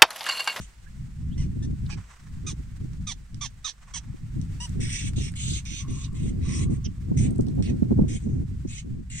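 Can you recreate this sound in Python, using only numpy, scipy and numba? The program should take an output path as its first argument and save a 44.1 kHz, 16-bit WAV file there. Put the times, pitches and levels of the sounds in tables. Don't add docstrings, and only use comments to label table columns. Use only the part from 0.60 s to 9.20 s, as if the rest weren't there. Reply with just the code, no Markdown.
import sys
import numpy as np
from scipy import signal
from scipy.fft import rfft, irfft, next_fast_len
from scipy.io import wavfile
from scipy.ndimage import uniform_filter1d, map_coordinates
from numba import njit

SR = 44100
rng = np.random.default_rng(int(sys.argv[2]) if len(sys.argv) > 2 else 0)


def master(y):
    cut = np.clip(np.atleast_2d(y).T, -1, 1)
    pcm = np.round(cut * 32767)
    wavfile.write(sys.argv[1], SR, pcm.astype(np.int16))


N = 379260
TIME = np.arange(N) / SR


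def undb(db):
    return 10 ** (np.asarray(db) / 20)


def unit(x):
    return x / np.sqrt(np.mean(x ** 2) + 1e-18)


def pan(db):
    return undb(np.array([[db], [-db]]) / 2)


def add(out, start, x):
    i = int(np.clip(start * SR, 0, N - 1))
    out[:, i:i + x.shape[1]] += x[:, :N - i]


def along(points, size):
    hz, *columns = np.transpose(points)
    bins = np.log(np.fft.rfftfreq(size, 1 / SR) + 1)
    return [np.interp(bins, np.log(hz), c) for c in columns]


def noise(spectrum):
    hz = np.fft.rfftfreq(N, 1 / SR)
    gain = undb(along(spectrum, N)[0]) / np.maximum(hz / spectrum[-1][0], 1) ** 4
    return unit(irfft(rfft(rng.standard_normal(N)) * gain, N))


def walk(rate, size):
    place = np.arange(size) * rate / SR
    return unit(map_coordinates(rng.standard_normal(16384), [place], order=2, mode='wrap'))


def gate(t, length, rise, fall):
    onset = np.sin(np.pi / 2 * np.clip(t / rise, 0, 1)) ** 2
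    return onset * np.exp(-np.maximum(t - length, 0) / fall)


@njit
def bandpass(x, hz, width):
    y, band, low = np.empty(len(x)), 0., 0.
    for i in range(len(x)):
        g, damping = np.tan(np.pi * hz[i] / SR), width / hz[i]
        v = (band + g * (x[i] - low)) / (1 + g * (g + damping))
        band, low, y[i] = 2 * v - band, low + 2 * g * v, damping * v
    return y


def resonance(x, hz, width_hz):
    centre = np.clip(hz + np.zeros(len(x)), 50, SR / 3)
    return unit(bandpass(bandpass(x, centre, float(width_hz)), centre, float(width_hz)))


def ports(x, bearing, scatter_db, scatter_t60):
    # (frequency [Hz], left [dB], right [dB], left lead [rad])
    response = [(1120, 3.5, 5, 0), (1780, 2.5, 12.5, -1.8), (2350, -2, 5.5, 2.12), (3800, 0.5, 4, 1.9),
                (5300, 2, 5, 4.5), (6050, -0.5, 6.5, 8), (7000, 0, 1.5, 10.5), (7440, 0.5, -3, 8),
                (8110, 12, -0.5, 10), (9300, 8, -9, 11.5), (11100, -4, -7.5, 14.5), (12600, -19, -22, 17)]
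    t = np.arange(SR // 6) / SR
    x = np.pad(x, (SR // 1500, 0))
    size = next_fast_len(len(x) + len(t))
    tail = rng.standard_normal((2, len(t))) * 1000 ** (-t / scatter_t60)
    scatter = rfft(tail / np.sqrt(np.sum(tail ** 2) / 2), size) * undb(scatter_db)
    left_db, right_db, lead = along(response, size)
    direct = np.exp(.5j * bearing * np.array([lead, -lead]))
    return irfft(rfft(x, size) * undb([left_db, right_db]) * (direct + scatter), size)


def turbulence(spectrum, side_db, even_s):
    mid, side = noise(spectrum), noise(spectrum)
    pair = mid + undb(side_db) * side * np.array([[1], [-1]])
    power = uniform_filter1d(np.mean(pair ** 2, axis=0), max(int(even_s * SR), 2))
    return unit(pair / np.sqrt(power + 1e-6))


def wind(gust_db=-23, eddy_db=-39.5, eddy_growth=1.63, fine_growth=1.436):
    # (time [s], level [dB])
    strength = [(0.0, -29.5), (0.04, -40), (0.06, -47), (0.16, -65), (0.18, -50), (0.41, -32), (0.5, -37),
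                (0.74, -25.5), (0.81, -20), (0.92, -29.5), (0.96, -22), (1.03, -25), (1.14, -21.5),
                (1.17, -30.5), (1.39, -27.5), (1.41, -42), (1.58, -61), (1.64, -41), (1.92, -25),
                (1.96, -35.0), (2.0, -27.5), (2.03, -39.5), (2.14, -32), (2.17, -35), (2.23, -27.5),
                (2.63, -38.5), (2.67, -53), (2.74, -29.5), (3.18, -61), (3.23, -50), (3.44, -36.5),
                (3.58, -39), (3.7, -32.5), (3.74, -28), (3.78, -19), (3.86, -29.5), (4.01, -30.5),
                (4.07, -38), (4.1, -25.5), (4.2, -21.5), (4.26, -26), (4.33, -24), (4.39, -32.5),
                (4.46, -23.5), (4.53, -26), (4.58, -20.5), (4.81, -35), (4.91, -22.5), (5.05, -37.5),
                (5.09, -27.5), (5.2, -33.5), (5.3, -24), (5.42, -30), (5.68, -20), (5.76, -27.5),
                (5.89, -22), (5.94, -26.5), (6.12, -20), (6.23, -26.5), (6.29, -23.5), (6.33, -35),
                (6.64, -16.5), (6.74, -28.5), (6.81, -19), (6.93, -25), (6.99, -16), (7.07, -25),
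                (7.1, -16.5), (7.2, -28.5), (7.23, -19), (7.26, -26.5), (7.32, -23), (7.35, -26),
                (7.42, -12.5), (7.47, -23.5), (7.57, -21), (7.59, -36), (7.67, -18.5), (7.88, -31),
                (7.92, -25), (8.2, -36), (8.33, -26), (8.44, -39.5), (8.59, -36)]
    # (time [s], length [s], level [dB])
    buffets = [(1.034, 0.076, -35.5), (1.83, 0.046, -42.5), (2.208, 0.052, -41), (3.538, 0.012, -37.5),
               (4.154, 0.12, -36), (4.574, 0.04, -31.5), (5.11, 0.035, -42), (5.282, 0.051, -35),
               (5.632, 0.21, -34), (5.87, 0.2, -32), (6.093, 0.047, -27), (6.477, 1.096, -32.5),
               (6.513, 0.0098, -18.5), (6.66, 0.069, -27.5), (6.788, 0.011, -13), (6.867, 0.027, -27.5),
               (6.973, 0.036, -24), (6.999, 0.011, -21), (7.07, 0.076, -28), (7.22, 0.01, -16),
               (7.305, 0.023, -16.5), (7.372, 0.0725, -23.5), (7.385, 0.011, -14.5), (7.708, 0.13, -32.5),
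               (8.047, 0.01, -26), (8.244, 0.18, -39.5)]
    # (frequency [Hz], relative density [dB])
    swell_spectrum = [(12, 4.5), (25, 1.5), (42, 8), (60, 12), (110, -27)]
    rumble_spectrum = [(20, -3), (40, -18), (60, 3), (130, 3), (190, -5.5), (260, -16.5), (400, -42.5),
                       (700, -95)]
    eddy_spectrum = [(110, -26), (190, 7), (280, 1), (400, -9.5), (550, -29), (800, -44.5), (1300, -44),
                     (2200, -76)]
    fine_spectrum = [(250, -16), (480, 5), (650, -2), (850, -8), (1150, -19), (1600, -43)]
    wind_db = np.interp(TIME, *np.transpose(strength))
    rumble = turbulence(rumble_spectrum, side_db=-9.5, even_s=0.0442)
    rumble *= undb(wind_db - 4 + 2.5 * walk(22, N))
    swell = turbulence(swell_spectrum, side_db=-20, even_s=.15) * undb(.45 * wind_db - 25.5)
    spurts = undb(eddy_db + eddy_growth * (wind_db - gust_db) + 4 * walk(60, N))
    for start, length, db in buffets:
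        spurts = np.hypot(spurts, undb(db) * gate(TIME - start, length, rise=.005, fall=.006))
    eddies = turbulence(eddy_spectrum, side_db=4.5, even_s=0.045) * spurts
    fine = turbulence(fine_spectrum, side_db=7, even_s=0.012) * undb(-12) * spurts ** fine_growth
    return rumble + swell + pan(-2) * eddies + pan(-4) * fine


def air(flicker_db=1.45):
    # (frequency [Hz], relative density [dB])
    spectrum = [(100, 14), (600, 1), (1100, 5), (1900, 7), (3200, 0.5), (5000, -0.5), (6300, 0),
                (8300, 1.5), (9600, -7), (11500, -12), (15800, -14)]
    # (time [s], level [dB])
    strength = [(0, -58), (.5, -62), (1.2, -61), (2.3, -60), (2.7, -62.5), (3.5, -62.5), (3.9, -57.5),
                (5, -59.5), (5.9, -62), (7.4, -61.5), (8.6, -65)]
    level_db = np.interp(TIME, *np.transpose(strength)) + flicker_db * walk(53, N)
    hiss = np.array([noise(spectrum), noise(spectrum)]) + .5 * noise(spectrum)
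    return pan(-2.7) * hiss * undb(level_db)


def syrinx(hz, count=12):
    phase = 2 * np.pi * np.cumsum(hz) / SR
    k = np.arange(1, count + 1)[:, None]
    return np.sum(np.cos(k * phase) * (k * hz < SR / 2), axis=0), np.cos(phase)


def breath(fundamental):
    return rng.standard_normal(len(fundamental)) * (1 + fundamental)


def rasps(pitch_hz=1200, jitter=.15, wander=.08, quiver=.03, rise=.012, fall=.007, full_push_db=-43):
    # (time [s], level [dB], lower resonance [Hz], upper resonance [Hz],
    # upper gain [dB], beak gain [dB])
    curves = [
        [(0, -58.5, 3140, 6600, 7, -7), (.044, -63.5, 2920, 6500, 5.5, -4)],
        [(4.202, -48.5, 2400, 6000, 0.5, -9.5), (4.29, -48, 2220, 5700, -3, -7),
         (4.35, -43.5, 2500, 6050, 2, -5.5), (4.43, -47.5, 2570, 6000, 0, -13),
         (4.482, -47.5, 2670, 6250, 0, -6)],
        [(4.56, -47.5, 3400, 6600, -3.5, -19), (4.635, -48, 2930, 5860, -1, -10),
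         (4.685, -49.5, 2570, 5700, -2.5, -9)],
        [(4.756, -49.5, 3000, 6700, -1.5, -4), (4.82, -45.5, 3480, 7330, 3.5, -14),
         (4.93, -41.5, 3750, 6540, 1, -18), (4.99, -46.5, 2660, 6000, 2, -9)],
        [(5.053, -50, 2540, 5900, 0, -31), (5.18, -46, 3050, 6050, 1, -33), (5.22, -50.5, 2700, 5900, 1, -23)],
        [(5.28, -56, 2330, 6460, -3.5, -19), (5.38, -56.5, 2800, 6840, 5, -7), (5.46, -52, 3220, 6700, -2, -26)],
        [(5.545, -61.5, 2630, 6700, 3, -8), (5.62, -59.5, 3200, 6760, -2.5, -7),
         (5.695, -59, 2850, 6600, 2, -4)],
        [(5.812, -58.5, 2200, 5600, -9, -14), (5.86, -52, 2260, 5700, -2.5, -12),
         (5.97, -49, 2700, 5900, 4, -2), (6.035, -50, 2540, 6300, 0.5, -4.5)],
        [(6.102, -63, 2220, 6400, 2, -2), (6.165, -68.5, 2200, 6200, 3, 2)],
        [(6.569, -53.5, 2260, 6460, 7, -5), (6.665, -51.5, 2280, 6450, 2, -6)],
        [(7.026, -55, 3000, 5560, -1, -10), (7.066, -54, 2580, 5800, -9.5, -10),
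         (7.1, -52, 2170, 5640, -3.5, -25)],
        [(7.48, -55, 2450, 6600, 5, -5), (7.568, -52.5, 2380, 6650, 4.5, -2)],
        [(7.6, -71, 2500, 6700, 9, -8), (7.83, -84, 2500, 6600, 6, -11)],
        [(8.075, -60.5, 2420, 6600, 7, -18), (8.125, -52.5, 2700, 6860, 1, -8),
         (8.2, -51.5, 2700, 6560, 2.5, -15)],
        [(8.5, -56.5, 2340, 7040, 5.5, -6), (8.6, -50, 2330, 6960, 7, -7)],
    ]
    out = np.zeros((2, N))
    highpass = signal.butter(6, 1900, 'high', fs=SR, output='sos')
    for curve in curves:
        times, *controls = np.transpose(curve)
        start, length = times[0] - rise / 2, times[-1] - times[0]
        n = int((length + .05) * SR)
        t = np.arange(n) / SR
        db, low_hz, high_hz, high_db, beak_db = (np.interp(start + t, times, c) for c in controls)
        pitch = pitch_hz * np.exp(jitter * walk(1500, n) + wander * walk(90, n))
        pulses, fundamental = syrinx(pitch, count=14)
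        source = signal.sosfilt(highpass, unit(pulses) + .3 * breath(fundamental))
        source *= undb(walk(900, n) + 1.5 * walk(150.5, n))
        tuning = 1 + quiver * (walk(69, n) + walk(18, n))
        windpipe = undb(-7) * resonance(breath(fundamental), 3650 * tuning, 1400)
        lower = unit(resonance(source, low_hz * tuning, 1930) + windpipe)
        upper = resonance(source, high_hz * tuning, 1700) * undb(high_db)
        beak = resonance(source, 8300, 3300) * undb(beak_db + 1.5 * walk(22, n))
        buzz = unit(source) * undb(-17 + db - full_push_db)
        overtone = resonance(source, 11200, 3000) * undb(-18 + 0.0058 * (low_hz - 3000))
        voice = lower + upper - beak + overtone + buzz + undb(-28) * fundamental
        call = voice * gate(t, length + rise / 2, rise, fall) * undb(db)
        add(out, start, ports(call, bearing=1, scatter_db=-1.5, scatter_t60=0.084))
    return out


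def peeps():
    # (time [s], length [s], start pitch [Hz], end pitch [Hz], level [dB], jitter [ratio])
    whistles = [(0.255, 0.032, 1500, 1756, -61.5, 0.096), (0.706, 0.054, 2750, 3950, -59.5, 0.045),
                (1.258, 0.014, 4400, 3500, -53, 0.15), (6.239, 0.033, 6420, 5400, -42, 0.079),
                (6.242, .036, 3520, 2730, -47, 0.094), (7.039, 0.043, 4620, 3430, -51.5, 0.15)]
    out = np.zeros((2, N))
    for start, length, start_hz, end_hz, db, jitter in whistles:
        progress = np.linspace(0, 1, int(length * SR))
        glide = start_hz + (end_hz - start_hz) * progress
        _, tone = syrinx(glide * (1 + jitter * walk(2030, len(glide))))
        call = tone * np.sin(np.pi * progress) * undb(db)
        add(out, start, pan(-4) * ports(call, bearing=.2, scatter_db=-9, scatter_t60=.08))
    return out


def chips(sag=0.22, drop=.36, drop_s=0.027, flutter_hz=290, flutter_depth=.042, jitter=.16):
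    # (time [s], length [s], time to break [s], pitch [Hz], crest [share of time to
    # break], roughness [0-1], level [dB], lower resonance [Hz], its width [Hz], upper resonance [Hz],
    # upper gain [dB], beak gain [dB], second harmonic [dB], fundamental [dB], left minus right [dB],
    # bearing [0-1], gain of the hoarse ending [dB])
    calls = [(0.772, 0.089, 0.056, 1045, 0.32, 0.35, -56.5, 2570, 1300, 5800, 3, -8, -25, -16, 0, 0.49, -14),
             (1.02, 0.037, 0.051, 907, 0.42, 0.19, -54, 3530, 900, 5970, 3.5, -10, -12.5, -17, 1.5, 0.45, 0),
             (1.297, 0.047, 0.043, 852, 0.45, 0.44, -47.5, 2480, 750, 5100, -0.5, -13, -19, -15, -8, 0.7, -0.5),
             (1.862, 0.06, 0.036, 1253, 0.45, 0.18, -41, 3650, 1000, 6200, 6.5, -11, -12, -8.5, 0.5, 0.17, -9.5),
             (2.466, 0.06, 0.043, 1229, 0.23, 0.17, -37.5, 3600, 1250, 6000, 1, -17, -11.5, -12.5, -3.5, 0.16, -1.5),
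             (2.807, 0.061, 0.038, 1182, .45, 0.15, -39, 3440, 1360, 5930, 2, -16, -13, -9, -4.5, 0.18, -5),
             (3.041, 0.069, .028, 1261, .45, 0.12, -38.5, 3700, 1180, 5780, 0, -22, -25, -10.5, -5, 0.14, -8.5),
             (3.334, 0.05, 0.031, 1123, 0.19, 0.22, -39, 3130, 1200, 6050, 4, -6, -15.5, -11.5, -3, 0.17, -4),
             (3.998, 0.062, 0.062, 989, 0.62, 0.19, -41.5, 3000, 700, 5640, 0.5, -3.5, -17, -7.5, 2.5, 0.88, 0.5),
             (5.435, 0.018, 0.011, 1238, 0.27, 0.39, -47.5, 3650, 1360, 6000, -3, -15, -24, -21, -9, 0.3, -0.5)]
    out = np.zeros((2, N))
    for (start, length, hold, hz, crest, rough, db, low_hz, width_hz, high_hz,
         high_db, beak_db, second_db, first_db, pan_db, bearing, end_db) in calls:
        n = int(length * SR) + SR // 30
        t = np.arange(n) / SR
        collapse = np.clip((t - hold) / drop_s, 0, 1)
        arch = 1 - sag * (np.minimum(t / hold, 1) - crest) ** 2
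        pitch = hz * arch * (1 - drop * collapse)
        hoarse = rough + collapse
        flutter_rate = flutter_hz * (1 + 0.195 * walk(127.7, n))
        flutter = flutter_depth * np.sin(2 * np.pi * np.cumsum(flutter_rate) / SR)
        pulses, fundamental = syrinx(pitch * (1 + flutter + jitter * hoarse * walk(1500, n)))
        throat = resonance(pulses, low_hz, width_hz) + undb(high_db) * resonance(pulses, high_hz, 1650)
        beak = undb(beak_db) * resonance(pulses, 7970, 1000)
        body = undb(second_db) * resonance(pulses, 2 * hz, 700) + undb(first_db) * fundamental
        rush = resonance(breath(fundamental), 3760, 5200) * undb(-17 + 10 * hoarse)
        voice = unit(throat + beak) + body * np.exp(-1.5 * collapse) + rush
        catch_db = 2 * np.exp(-((t - hold) / 0.0037) ** 2)
        scratch_db = 3 * collapse * walk(318, n)
        shimmer_db = 3.5 * rough * walk(620, n)
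        voice = unit(voice * undb(shimmer_db + scratch_db + end_db * collapse - catch_db))
        call = voice * gate(t, length - .004, rise=.008, fall=.006) * undb(db)
        add(out, start, pan(pan_db) * ports(call, bearing, scatter_db=-5, scatter_t60=0.06))
    return out


def rustles(flicker_db=4.5):
    # (time [s], rise [s], level [dB], fall [s])
    swells = [(1.27, 0.036, -55, 0.27), (3.1, 0.25, -57, 0.15)]
    # (frequency [Hz], relative density [dB])
    spectrum = [(300, -21), (700, -5), (1050, 4), (2000, -0.5), (3200, -9.5), (4800, -14), (5800, -6.5),
                (7000, -11), (8200, -7.5), (10000, -29)]
    envelope = sum(undb(db) * gate(TIME - start, rise, rise, fall) for start, rise, db, fall in swells)
    pair = (np.array([noise(spectrum), noise(spectrum)]) + noise(spectrum)) / np.sqrt(2)
    return pan(-3) * pair * envelope * undb(flicker_db * walk(70, N))


def ticks(decay_s=0.00089):
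    # (time [s], peak level [dB], centre [Hz], left minus right [dB])
    snaps = [(2.333, -49.5, 4300, -8), (2.744, -39.5, 6100, -9), (3.814, -36.5, 6100, -2),
             (4.093, -39.5, 7500, -4), (4.534, -43, 3000, 0), (4.698, -45, 8000, 0), (4.719, -41, 8200, 0),
             (4.7384, -40, 3200, 0), (5.0522, -38, 6060, -6), (5.3083, -37.5, 8420, -1),
             (5.53, -48, 8200, 0), (6.707, -38, 8200, -3), (6.759, -44, 7040, 3), (6.782, -39.5, 8200, -2),
             (6.808, -36.5, 5800, -2), (6.821, -47, 8600, 3), (6.8673, -43.5, 4640, 6),
             (6.884, -40.5, 5000, 2), (6.952, -49, 9500, -1), (7.024, -33.5, 5240, -6)]
    out, t = np.zeros((2, N)), np.arange(SR // 40) / SR
    for start, db, hz, pan_db in snaps:
        burst = rng.standard_normal(len(t)) * np.exp(-t / decay_s)
        snap = resonance(burst, hz, 6400)
        snap = snap / np.abs(snap).max() * undb(db)
        add(out, start, pan(pan_db) * ports(snap, bearing=0.86, scatter_db=-5.5, scatter_t60=0.13))
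    return out


def held_tones(width_hz=175, rise_s=0.065, fall_s=0.15):
    # (time [s], length [s], pitch [Hz], level [dB])
    tones = [(5.172, 0.31, 1096, -63.5), (5.816, 0.21, 1113, -60)]
    out, t = np.zeros((2, N)), np.arange(SR) / SR
    for start, length, hz, db in tones:
        tone = resonance(rng.standard_normal(len(t)), hz, width_hz)
        call = tone * gate(t, length - rise_s, rise_s, fall_s) * undb(db)
        add(out, start, pan(-2) * ports(call, bearing=0.1, scatter_db=-29, scatter_t60=0.22))
    return out


def scene():
    return chips() + rasps() + peeps() + held_tones() + ticks() + rustles() + wind() + air()


def record(dry, top_hz=15800):
    return signal.sosfilt(signal.ellip(10, .2, 80, top_hz, fs=SR, output="sos"), dry)


dry = scene()
out = record(dry)
master(out)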